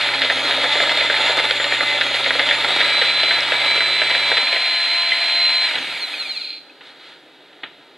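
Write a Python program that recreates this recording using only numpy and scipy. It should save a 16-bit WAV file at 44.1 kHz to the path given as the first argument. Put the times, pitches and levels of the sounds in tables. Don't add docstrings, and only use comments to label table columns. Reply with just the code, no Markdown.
import sys
import numpy as np
from scipy import signal
from scipy.fft import rfft, irfft, next_fast_len
from scipy.io import wavfile
from scipy.ndimage import uniform_filter1d

SR = 44100
rng = np.random.default_rng(int(sys.argv[2]) if len(sys.argv) > 2 else 0)


def pcm_store(signal):
    levels = np.round(np.clip(np.atleast_2d(signal), -1, 1) * 32767)
    wavfile.write(sys.argv[1], SR, levels.astype(np.int16).T)


N = 351476
T = np.arange(N) / SR

# time_s, speed_rps
DRIVEN_SPEED = [(0, 300), (.14, 280), (.3, 271), (.6, 275), (.87, 311), (1.0, 302), (1.2, 291.5),
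                (1.45, 294), (1.7, 298), (1.85, 292), (1.99, 290), (2.08, 272), (2.35, 274), (2.43, 291),
                (2.53, 293), (2.67, 309), (2.74, 326), (2.78, 319), (2.84, 331.5), (2.885, 325),
                (2.945, 332.5), (3.04, 328), (3.095, 334), (3.125, 331.5), (3.19, 336.3), (3.24, 334),
                (3.305, 337), (3.39, 333), (3.47, 318), (3.55, 326), (3.62, 329), (3.8, 333.3), (4.32, 333),
                (4.47, 340.6)]
# time_s, speed_rps
COAST_SPEED = [(5.66, 340.6), (5.72, 305.5), (5.8, 265), (5.9, 220.8), (6.0, 183.3), (6.1, 149.1),
               (6.2, 116.6), (6.3, 87.5), (6.4, 60.9), (6.5, 35.7), (6.58, 17), (6.64, 0)]
# speed_multiple, free_db, rubbing_db, loaded_db
ROTOR_TONES = [(2, -39.5, -43, -46), (2.64, -45, -56, -52), (3, -36, -40.5, -46), (4, -45, -41, -50),
               (5, -38, -36.5, -49), (5.27, -41, -39, -51), (6, -38, -38, -47), (6.355, -35.5, -34.5, -50),
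               (7, -32.5, -28, -41.5), (7.65, -44, -43, -52), (8, -39, -40, -64), (9, -39, -42, -53),
               (9.36, -36.5, -46, -44), (10, -38, -37, -60), (10.55, -41, -37, -58), (13, -50, -43, -50),
               (14, -50, -50, -41)]
# speed_multiple, free_db, loaded_db
WHINE_OVERTONES = [(23, -71, -59), (24, -54, -53.5), (25, -61.5, -56), (36, -80, -56), (37, -70, -66)]
# centre_hz, width_hz, gain_db
WHINE_MODES = [(3465, 31, -30), (4192, 283, -20.5)]
# time_s, gain_db
WHINE_LEVEL = [(.75, -3), (.95, -4), (1.28, 3.5), (1.45, 0), (1.7, -2), (2.3, -3), (2.5, 5), (2.64, -18),
               (2.74, -1), (2.79, -6), (2.85, 2), (2.9, -3), (2.96, 3), (3.05, 1), (3.18, 3), (3.32, 1.5),
               (3.39, -1.5), (3.43, -13), (3.51, -14), (3.56, -1), (3.63, -1.5), (3.72, 3.5), (4.15, -1),
               (4.4, 1.5), (4.55, -3), (4.95, 2), (5.16, -1.5), (5.42, 3.5), (5.66, 3)]
# centre_hz, width_hz, gain_db
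BODY_MODES = [(266.5, 20, 6.5)]
# centre_hz, width_hz, gain_db
BRUSH_MODES = [(1380, 120, -17), (2140, 110, -11), (2400, 120, -2), (2750, 300, -9.5), (3050, 130, -9),
               (3470, 200, -4.5), (3750, 140, -7), (4050, 50, 10.5), (4160, 65, 10.5), (4265, 80, 9),
               (4950, 450, -14)]
# centre_hz, width_hz, gain_db
HOLDER_MODES = [(6370, 580, -18), (8500, 740, -21.5), (11300, 1300, -24.5)]
# freq_hz, gain_db
SCRAPE_SPECTRUM = [(60, -54), (170, -29), (270, -7), (450, -10.5), (600, -2.5), (850, -3), (1400, -1),
                   (1700, -4), (2150, 1), (2250, 3.5), (2370, 7.5), (2700, -12), (3500, 3.5), (4200, 0.5),
                   (4900, -21), (5700, -29.5), (8300, -25.5), (11500, -24), (15000, -57)]
# freq_hz, gain_db
AIR_SPECTRUM = [(60, -48), (150, -39), (260, -27.5), (420, -26.5), (600, -12), (1000, -8), (1500, -6),
                (2200, 4), (2750, -0.5), (3300, 1.5), (4200, -1.5), (4900, -15), (5700, -25.5), (8300, -24),
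                (11500, -41.5), (15000, -60)]
# centre_hz, width_hz, gain_db
HOUSING_MODES = [(2352, 55, 4), (3400, 910, -28), (4190, 70, 4)]
# time_s, level_db
CUT_LEVEL = [(0, -2.5), (.7, 1.5), (1.35, 1.2), (1.6, -3), (2.2, -2), (2.8, 2.5), (3.05, -1), (3.65, 0),
             (3.9, -6), (4.38, -1.5), (4.6, -15)]
# freq_hz, gain_db
RASP_SPECTRUM = [(35, -13), (90, -34), (140, -15), (200, -12), (270, -2), (420, -5.5), (570, 2),
                 (760, -0.5), (1350, 6.5), (1550, -2.5), (1900, -3), (2600, -20), (3500, 5.5), (4300, -6),
                 (5500, -22), (10000, -28), (15000, -40.5)]
# centre_hz, width_hz, gain_db
CUTTER_MODES = [(573.6, 27, -1.5), (960, 200, -7), (1694, 68, -3), (2035, 19, 2.5), (2110, 60, -4),
                (2705, 20, -11), (3550, 190, 2.5), (4125, 130, 0.5)]
# start_s, pitch_hz, snap_db, thud_db, edge_db, length_s
CATCHES = [(0.087, 1830, -17.5, -48, -38, 0.0063), (0.137, 2010, -19.5, -38, -25.5, 0.01),
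           (0.217, 1890, -14, -31, -14.5, 0.01), (0.234, 1910, -19, -25.5, -19, 0.009),
           (0.247, 2020, -30.5, -25.0, -16.5, 0.0059), (0.298, 1790, -10.5, -19.5, -20, 0.011),
           (0.392, 1880, -25, -29, -21, 0.004), (0.508, 1860, -16.5, -23, -14, 0.014),
           (0.577, 1990, -33, -19.5, -29, 0.0078), (0.64, 1940, -14.5, -24, -34, 0.015),
           (0.65, 2020, -20.0, -21, -27, 0.012), (0.717, 1950, -17.5, -36.0, -23, 0.009),
           (0.752, 1990, -17, -22, -22, 0.007), (0.8, 1760, -13.5, -18.5, -24.5, 0.0086),
           (0.893, 1960, -18.0, -30, -16.5, 0.0054), (0.971, 1990, -20, -23.5, -23, 0.0072),
           (1.008, 1960, -15, -20.5, -20.0, 0.0092), (1.098, 1740, -13, -19, -28, 0.0072),
           (1.141, 1880, -16, -29, -29, 0.0029), (1.185, 1980, -25, -26, -31, 0.007),
           (1.295, 1770, -19.5, -17.5, -26, 0.0091), (1.388, 1810, -16, -23, -18, 0.0095),
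           (1.508, 1800, -15.0, -22, -13, 0.005), (1.598, 1740, -17.5, -25, -26, 0.0092),
           (1.641, 1930, -18.5, -31, -16, 0.0093), (1.722, 1920, -14.0, -24.5, -26, 0.006),
           (1.806, 1780, -13.5, -23.5, -30, 0.0029), (1.977, 1960, -30.0, -33, -20.5, 0.0064),
           (2.01, 1800, -12.0, -38.0, -13.0, 0.0085), (2.143, 1820, -23.5, -27.5, -20, 0.0046),
           (2.24, 2030, -23.5, -35, -16.5, 0.008), (2.26, 1900, -17, -23.0, -17, 0.011),
           (2.305, 1790, -12.0, -24.0, -23.0, 0.005), (2.351, 1790, -29.5, -20.5, -28.0, 0.0054),
           (2.393, 1880, -10.5, -20.5, -15, 0.006), (2.413, 1940, -29, -23.5, -29, 0.0051),
           (2.488, 2000, -16.5, -30, -14.5, 0.015), (2.509, 1870, -10.5, -29, -28, 0.011),
           (2.645, 1970, -20, -34, -25, 0.0033), (2.803, 1910, -10.5, -26, -13, 0.013),
           (2.901, 2180, -25.5, -27, -20, 0.0053), (3.014, 1760, -13, -20, -13.5, 0.012),
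           (3.232, 1860, -24.5, -21, -13.5, 0.0057), (3.307, 1800, -12.5, -31, -20, 0.0083),
           (3.519, 1860, -12.0, -19.0, -19.0, 0.0039), (3.709, 2010, -24, -25, -27, 0.0037),
           (3.775, 2120, -30.5, -23.0, -18, 0.011), (3.805, 1820, -15, -36, -21.5, 0.006),
           (4.015, 1780, -14, -20, -18, 0.0082), (4.102, 2010, -15.5, -25, -17, 0.015),
           (4.149, 1870, -16.5, -24.5, -21, 0.0077), (4.315, 1790, -13.5, -17.5, -26.5, 0.007),
           (4.369, 1770, -13, -31, -18, 0.0087), (4.38, 2070, -25, -30, -18, 0.007),
           (4.469, 2180, -18.5, -43.5, -33, 0.0054), (4.526, 2060, -17, -23.5, -19, 0.013),
           (4.56, 2210, -15.5, -23.5, -28.5, 0.01)]
# start_s, knock_db, bass_db
KNOCKS = [(5.119, -19, -68), (5.708, -12, -62), (5.738, -19, -48), (5.754, -10, -51), (5.772, -14, -58),
          (5.842, -17, -54), (6.138, -23, -62), (6.807, -25.5, -70), (7.526, -34, -68), (7.632, -11.5, -51)]
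# freq_hz, gain_db
KNOCK_SPECTRUM = [(60, -61), (250, -7), (700, -2), (1600, 3.5), (2600, 3.5), (3900, 1), (5200, -43),
                  (7000, -40), (14000, -62)]
# centre_s, half_width_s, level_db
PUSHES = [(6.878, 0.064, -42.5), (7.074, 0.097, -42)]
# freq_hz, gain_db
SLIDE_SPECTRUM = [(70, -53), (400, -14), (1400, 1.5), (2200, 1), (2600, -4), (3500, 3.5), (4200, 1),
                  (5500, -21), (9000, -26), (14000, -40)]
# start_s, pitch_hz, level_db, t60_s
MANDREL_PINGS = [(3.406, 5400, -13, 0.0059), (5.119, 2046, -5, 0.077), (5.119, 3100, -9, 0.044),
                 (5.754, 3930, -8, 0.023), (6.139, 2520, -15, 0.034), (6.697, 2550, -34, 0.059)]
# pitch_hz, level_db
LATHE_TONES = [(389.8, -48.5), (581, -52), (1162, -47.5)]
# freq_hz, gain_db
SHOP_SPECTRUM = [(50, -42), (100, -24), (155, -4.5), (190, -11.5), (290, 4), (520, 0.5), (1000, -2.5),
                 (1800, -3), (2700, -6), (3800, -1.5), (5500, -24), (9000, -29.5), (15000, -32)]
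# freq_hz, gain_db
PORT_BALANCE = [(60, -0.038), (89, 0.0), (130, 0.0), (190, 0.0), (290, 0.0), (430, 0.0), (630, 0.0),
                (930, -0.49), (1380, -0.39), (2050, -0.88), (3030, 1), (4480, -1.9)]
# freq_hz, phase_rad
PORT_PHASE = [(0, 0), (500, -.07), (1000, -.09), (2070, .2), (3000, -.12), (3700, -.2), (4050, -.52),
              (5000, -.5), (9000, -.55), (13000, -2)]

LATHE_TURN_S, LATHE_OFF_S, GRINDER_OFF_S = .5015, 4.39, 5.66
FREE_RPS, FULL_LOAD_SAG_RPS = 340.6, 36
COMMUTATOR_BARS = 12


def rotor_speed(load, catch_sag_rps=6):
    start_s, _, snap_db, *_ = np.transpose(CATCHES)
    braking = uniform_filter1d(bursts(start_s, snap_db, hold_s=.02, fall_s=.035), size=SR // 30)
    jitter = (.0004 + .0016 * load) * drift(11)
    driven = curve(DRIVEN_SPEED) * (1 + jitter) - catch_sag_rps * np.minimum(2 * load, 1) ** 2 * braking
    return np.where(T < GRINDER_OFF_S, driven, curve(COAST_SPEED))


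def motor_tones(speed_rps, turns, load, critical_rps=291.5, critical_width_rps=5, critical_db=9):
    def tone(multiple, jitter_rad, waver_db=2.0):
        phase = 2 * np.pi * (multiple * turns + rng.random()) + jitter_rad * drift(32)
        return np.sqrt(2) * np.sin(phase) * from_db((waver_db + 1.5 * load) * drift(8))

    rotor = sum(from_db(np.interp(load, [0, .24, 1], levels_db)) * tone(multiple, .12 + .4 * load)
                for multiple, *levels_db in ROTOR_TONES)
    shaft_resonance = from_db(critical_db * load / (1 + ((speed_rps - critical_rps) / critical_width_rps) ** 2))
    rotor *= shaft_resonance * np.where(T < GRINDER_OFF_S, 1, (speed_rps / FREE_RPS) ** 6)
    overtones = 0
    for multiple, free_db, loaded_db in WHINE_OVERTONES:
        partial = from_db(free_db + (loaded_db - free_db) * load) * tone(multiple, .47 + .2 * load)
        waver = from_db(3.5 * drift(2.9) * np.sqrt(load + .092))
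        radiation = 1 / (1 + (multiple * speed_rps / 11500) ** 16)
        overtones += partial * waver * radiation
    overtones *= switch_off(GRINDER_OFF_S, release_s=.065)
    imbalance = from_db(-51 + 1.35 * load) * np.minimum(speed_rps / BODY_MODES[0][0], 1) ** 4
    boom = resonate(imbalance * tone(.98, .11), BODY_MODES)
    whine = whine_gain(COMMUTATOR_BARS * speed_rps) * tone(COMMUTATOR_BARS, .14 + .09 * load, waver_db=1.05)
    return rotor + overtones + whine + boom


def whine_gain(pitch_hz, floor_db=-35.5):
    peaks = sum(from_db(gain_db) ** 2 / (1 + ((pitch_hz - centre_hz) / width_hz) ** 2) ** 2
                for centre_hz, width_hz, gain_db in WHINE_MODES)
    gain = np.sqrt(from_db(floor_db) ** 2 + peaks)
    return gain * from_db(curve(WHINE_LEVEL)) * switch_off(GRINDER_OFF_S, release_s=.049)


def cut_depth(load, runout_db=.7, runout_peak_s=.34, fade_s=.24):
    fade = switch_off(CUT_LEVEL[-1][0], fade_s)
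    runout = np.cos(2 * np.pi * (T - runout_peak_s) / LATHE_TURN_S)
    return fade * from_db(curve(CUT_LEVEL) + runout_db * load * runout)


def burr_rasp(turns, cut, rasp_db=-26.5, ring_db=-25):
    tearing = grains(6000, 2.85) * (1 + .5 * np.sin(2 * np.pi * turns)) * from_db(3.3 * drift(48))
    rasp = unit_rms(colour(tearing, RASP_SPECTRUM))
    ring = sum(resonate(grains(5000, 3), [mode]) * from_db(3 * drift(9)) for mode in CUTTER_MODES)
    return cut * (from_db(rasp_db) * rasp + from_db(ring_db) * unit_rms(band(ring, 400, 3540)))


def burr_catches(trim_db=-1.87, band_ratio=1.19):
    out = np.zeros(N + SR)
    for start_s, pitch_hz, snap_db, thud_db, edge_db, length_s in CATCHES:
        snap = from_db(snap_db) * rubber_slips(pitch_hz / band_ratio, pitch_hz * band_ratio, length_s)
        thud = from_db(thud_db) * rubber_slips(468, 718, 1.6 * length_s)
        edge = from_db(edge_db) * rubber_slips(2700, 4040, length_s)
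        start = round(start_s * SR)
        out[start:start + len(snap)] += snap + thud + edge
    return from_db(trim_db) * lowpass(out[:N], 4600, order=6)


def rubber_slips(low_hz, high_hz, length_s, slips_per_s=4000):
    age_s = np.arange(SR // 8) / SR
    run = rng.standard_normal(len(age_s)) * (rng.random(len(age_s)) < slips_per_s / SR)
    run[SR // 800] = 3
    envelope = np.minimum(age_s / .0012, 1) / (1 + (age_s / length_s) ** 2)
    slips = band(run * envelope, low_hz, high_hz)
    return slips / np.sqrt(np.sum(slips ** 2) / (SR / 100))


def fan_and_scrape(speed_rps, load, cut, air_db=-23, housing_db=-39.5, scrape_db=-31):
    air = from_db(air_db) * unit_rms(colour(grains(15000, 3.2), AIR_SPECTRUM))
    housing = from_db(housing_db) * unit_rms(band(resonate(rng.standard_normal(N), HOUSING_MODES), 1200, 3000))
    scrape = from_db(scrape_db) * unit_rms(colour(grains(9000, 1.95), SCRAPE_SPECTRUM))
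    flutter = from_db((.7 + .9 * load) * drift(22))
    blowing = (speed_rps / FREE_RPS) ** 1.56 * (1 + .25 * cut)
    scraping = np.minimum(speed_rps / 110, 1) ** 2.1
    return (blowing * (air + housing) + scraping * scrape) * flutter


def brush_chatter(speed_rps, turns, gain_db=-29, flick_s=2.5e-5, fade_below_rps=70):
    bars, bar_hz = COMMUTATOR_BARS * turns, COMMUTATOR_BARS * speed_rps + 1
    offset_s = (bars % 1 - .5 + .017 * drift(150)) / bar_hz
    wear = from_db(2 * rng.standard_normal(COMMUTATOR_BARS))[bars.astype(int) % COMMUTATOR_BARS]
    strength = wear / wear.mean() * from_db(2.2 * drift(400)) * (speed_rps > 1)
    flicks = np.exp(-(offset_s / flick_s) ** 2) * strength * 18000 / np.maximum(bar_hz, 300)
    ring = resonate(flicks * (1 + .2 * rng.standard_normal(N)), BRUSH_MODES)
    holder = resonate(flicks * (1 + .35 * rng.standard_normal(N)), HOLDER_MODES)
    sizzle = band(holder, 6200, 12500) * (speed_rps / 155) ** .85
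    onset = 1 - switch_off(GRINDER_OFF_S, release_s=.15)
    fade = np.minimum(speed_rps / fade_below_rps, 1) ** 1.1
    return from_db(gain_db) * onset * fade * (lowpass(ring, 4300, order=4) + lowpass(sizzle, 12500, order=8))


def knocks():
    start_s, knock_db, bass_db = np.transpose(KNOCKS)
    rattle, boom = rng.standard_normal((2, N))
    clack = bursts(start_s, knock_db - 17, hold_s=.0085, fall_s=.0033)
    tail = bursts(start_s, knock_db - 22, hold_s=.004, fall_s=.039)
    thump = bursts(start_s, bass_db - .5, hold_s=.014, fall_s=.1)
    hits = colour((clack + tail) * rattle, KNOCK_SPECTRUM) / np.std(colour(rattle, KNOCK_SPECTRUM))
    bass = band(thump * boom, 115, 330) / np.std(band(boom, 150, 450))
    return hits + bass


def mandrel_pings():
    out = np.zeros(N)
    for start_s, pitch_hz, level_db, t60_s in MANDREL_PINGS:
        age_s = np.clip(T - start_s, 0, 1)
        note = from_db(level_db - 60 * age_s / t60_s) * np.sin(2 * np.pi * pitch_hz * age_s)
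        out += band(note, pitch_hz / 1.24, pitch_hz * 1.016)
    return out


def ring_slide():
    envelope = sum(from_db(level_db) * np.exp(-((T - centre_s) / half_width_s) ** 2)
                   for centre_s, half_width_s, level_db in PUSHES)
    return envelope * unit_rms(colour(grains(12000, 2), SLIDE_SPECTRUM))


def lathe_hum(load, hum_hz=120, idle_db=-51, load_rise_db=2):
    mains = from_db(idle_db + load_rise_db * load) * np.sin(2 * np.pi * hum_hz * T)
    drive = sum(np.sin(2 * np.pi * pitch_hz * T + .5 * drift(9.2)) * from_db(level_db + 2 * drift(2.8))
                for pitch_hz, level_db in LATHE_TONES)
    return np.sqrt(2) * (mains + drive) * switch_off(LATHE_OFF_S, release_s=.022)


def shop_noise(level_db=-47):
    return from_db(level_db) * unit_rms(colour(rng.standard_normal(N), SHOP_SPECTRUM))


def shop_reflections(direct, t60_s=.94):
    send = (from_db(-41) * band(direct, 150, 960) + from_db(-28) * band(direct, 1200, 14000)
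            + from_db(-5.5) * band(direct, 5340, 16000))
    age_s = np.arange(SR // 3) / SR
    tails = rng.standard_normal((2, len(age_s))) * from_db(-60 * age_s / t60_s) * (age_s > .004)
    return np.array([signal.oaconvolve(send, tail / np.linalg.norm(tail))[:N] for tail in tails])


def from_db(db):
    return 10 ** (np.asarray(db) / 20)


def unit_rms(x):
    return x / np.sqrt(np.mean(x ** 2) + 1e-20)


def curve(rows):
    return np.interp(T, *np.transpose(rows))


def switch_off(off_s, release_s):
    return np.exp(-np.maximum(T - off_s, 0) / release_s)


def drift(rate_hz, hop=20, warmup=2000):
    pole = np.exp(-2 * np.pi * hop * rate_hz / SR)
    noise = rng.standard_normal(N // hop + warmup + 2)
    slow = signal.lfilter([1], [1, -2 * pole, pole * pole], noise)[warmup:]
    return np.interp(np.arange(N) / hop, np.arange(len(slow)), unit_rms(slow))


def grains(per_s, spread_db):
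    sizes = from_db(spread_db * np.minimum(rng.exponential(1, N), 4)) * rng.choice([-1, 1], N)
    return unit_rms(sizes * (rng.random(N) < per_s / SR))


def bursts(starts_s, levels_db, hold_s, fall_s, attack_s=.00168):
    out, age_s = np.zeros(N + SR), np.arange(SR // 4) / SR
    shape = np.minimum(age_s / attack_s, 1) * np.exp(-np.maximum(age_s - hold_s, 0) / fall_s)
    for start_s, level_db in zip(starts_s, levels_db):
        start = round(start_s * SR)
        out[start:start + len(shape)] += from_db(level_db) * shape
    return out[:N]


def colour(x, spectrum):
    size = next_fast_len(N + SR // 4)
    freq_hz, gain_db = np.transpose(spectrum)
    bins_hz = np.arange(size + 1) * SR / (2 * size)
    log_gain = np.log(from_db(np.interp(np.log(bins_hz + 1), np.log(freq_hz), gain_db)))
    causal_cepstrum = 2 * irfft(log_gain)[:size]
    response = np.exp(rfft(causal_cepstrum, 2 * size) - log_gain.mean())
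    return signal.oaconvolve(x, irfft(response)[:SR // 16])[:N]


def band(x, low_hz, high_hz):
    return signal.sosfilt(signal.butter(2, [low_hz, high_hz], "band", fs=SR, output="sos"), x + 1e-18)


def lowpass(x, cutoff_hz, order):
    return signal.sosfilt(signal.butter(order, cutoff_hz, fs=SR, output="sos"), x)


def resonate(x, modes):
    out = 0
    for k, (centre_hz, width_hz, gain_db) in enumerate(modes):
        radius = np.exp(-np.pi * width_hz / SR)
        feedforward = np.array([1, 0, -1]) * (1 - radius ** 2) / 2
        feedback = [1, -2 * radius * np.cos(2 * np.pi * centre_hz / SR), radius ** 2]
        out += (-1) ** k * from_db(gain_db) * signal.lfilter(feedforward, feedback, x + 1e-18)
    return out


def scene():
    load = np.clip((FREE_RPS - curve(DRIVEN_SPEED)) / FULL_LOAD_SAG_RPS, 0, 1)
    speed_rps, cut = rotor_speed(load), cut_depth(load)
    turns = np.cumsum(speed_rps) / SR
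    direct = motor_tones(speed_rps, turns, load) + brush_chatter(speed_rps, turns)
    direct += fan_and_scrape(speed_rps, load, cut) + burr_rasp(turns, cut) + burr_catches()
    direct += mandrel_pings() + knocks() + ring_slide()
    return direct + shop_noise() + lathe_hum(load) + shop_reflections(direct)


def record(dry, low_cut_hz=88, high_cut_hz=15000, ceiling=.92):
    dry = signal.sosfilt(signal.butter(4, low_cut_hz, "high", fs=SR, output="sos"), dry)
    for notch_hz, q in [(218, 10.7), (1100, 5.66)]:
        dry = signal.lfilter(*signal.iirnotch(notch_hz, q, fs=SR), dry)
    size = next_fast_len(N + 2000)
    bins_hz = np.arange(size // 2 + 1) * SR / size
    balance_db = np.interp(bins_hz, *np.transpose(PORT_BALANCE))
    phase_rad = np.interp(bins_hz, *np.transpose(PORT_PHASE))
    left = from_db(balance_db / 2) * np.exp(.5j * phase_rad)
    ports = irfft(rfft(dry, size) * [left, 1 / left], size)[:, :N]
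    rounded = ports / (1 + (ports / ceiling) ** 8) ** (1 / 8)
    return lowpass(rounded, high_cut_hz, order=12)


dry = scene()
out = record(dry)
pcm_store(out)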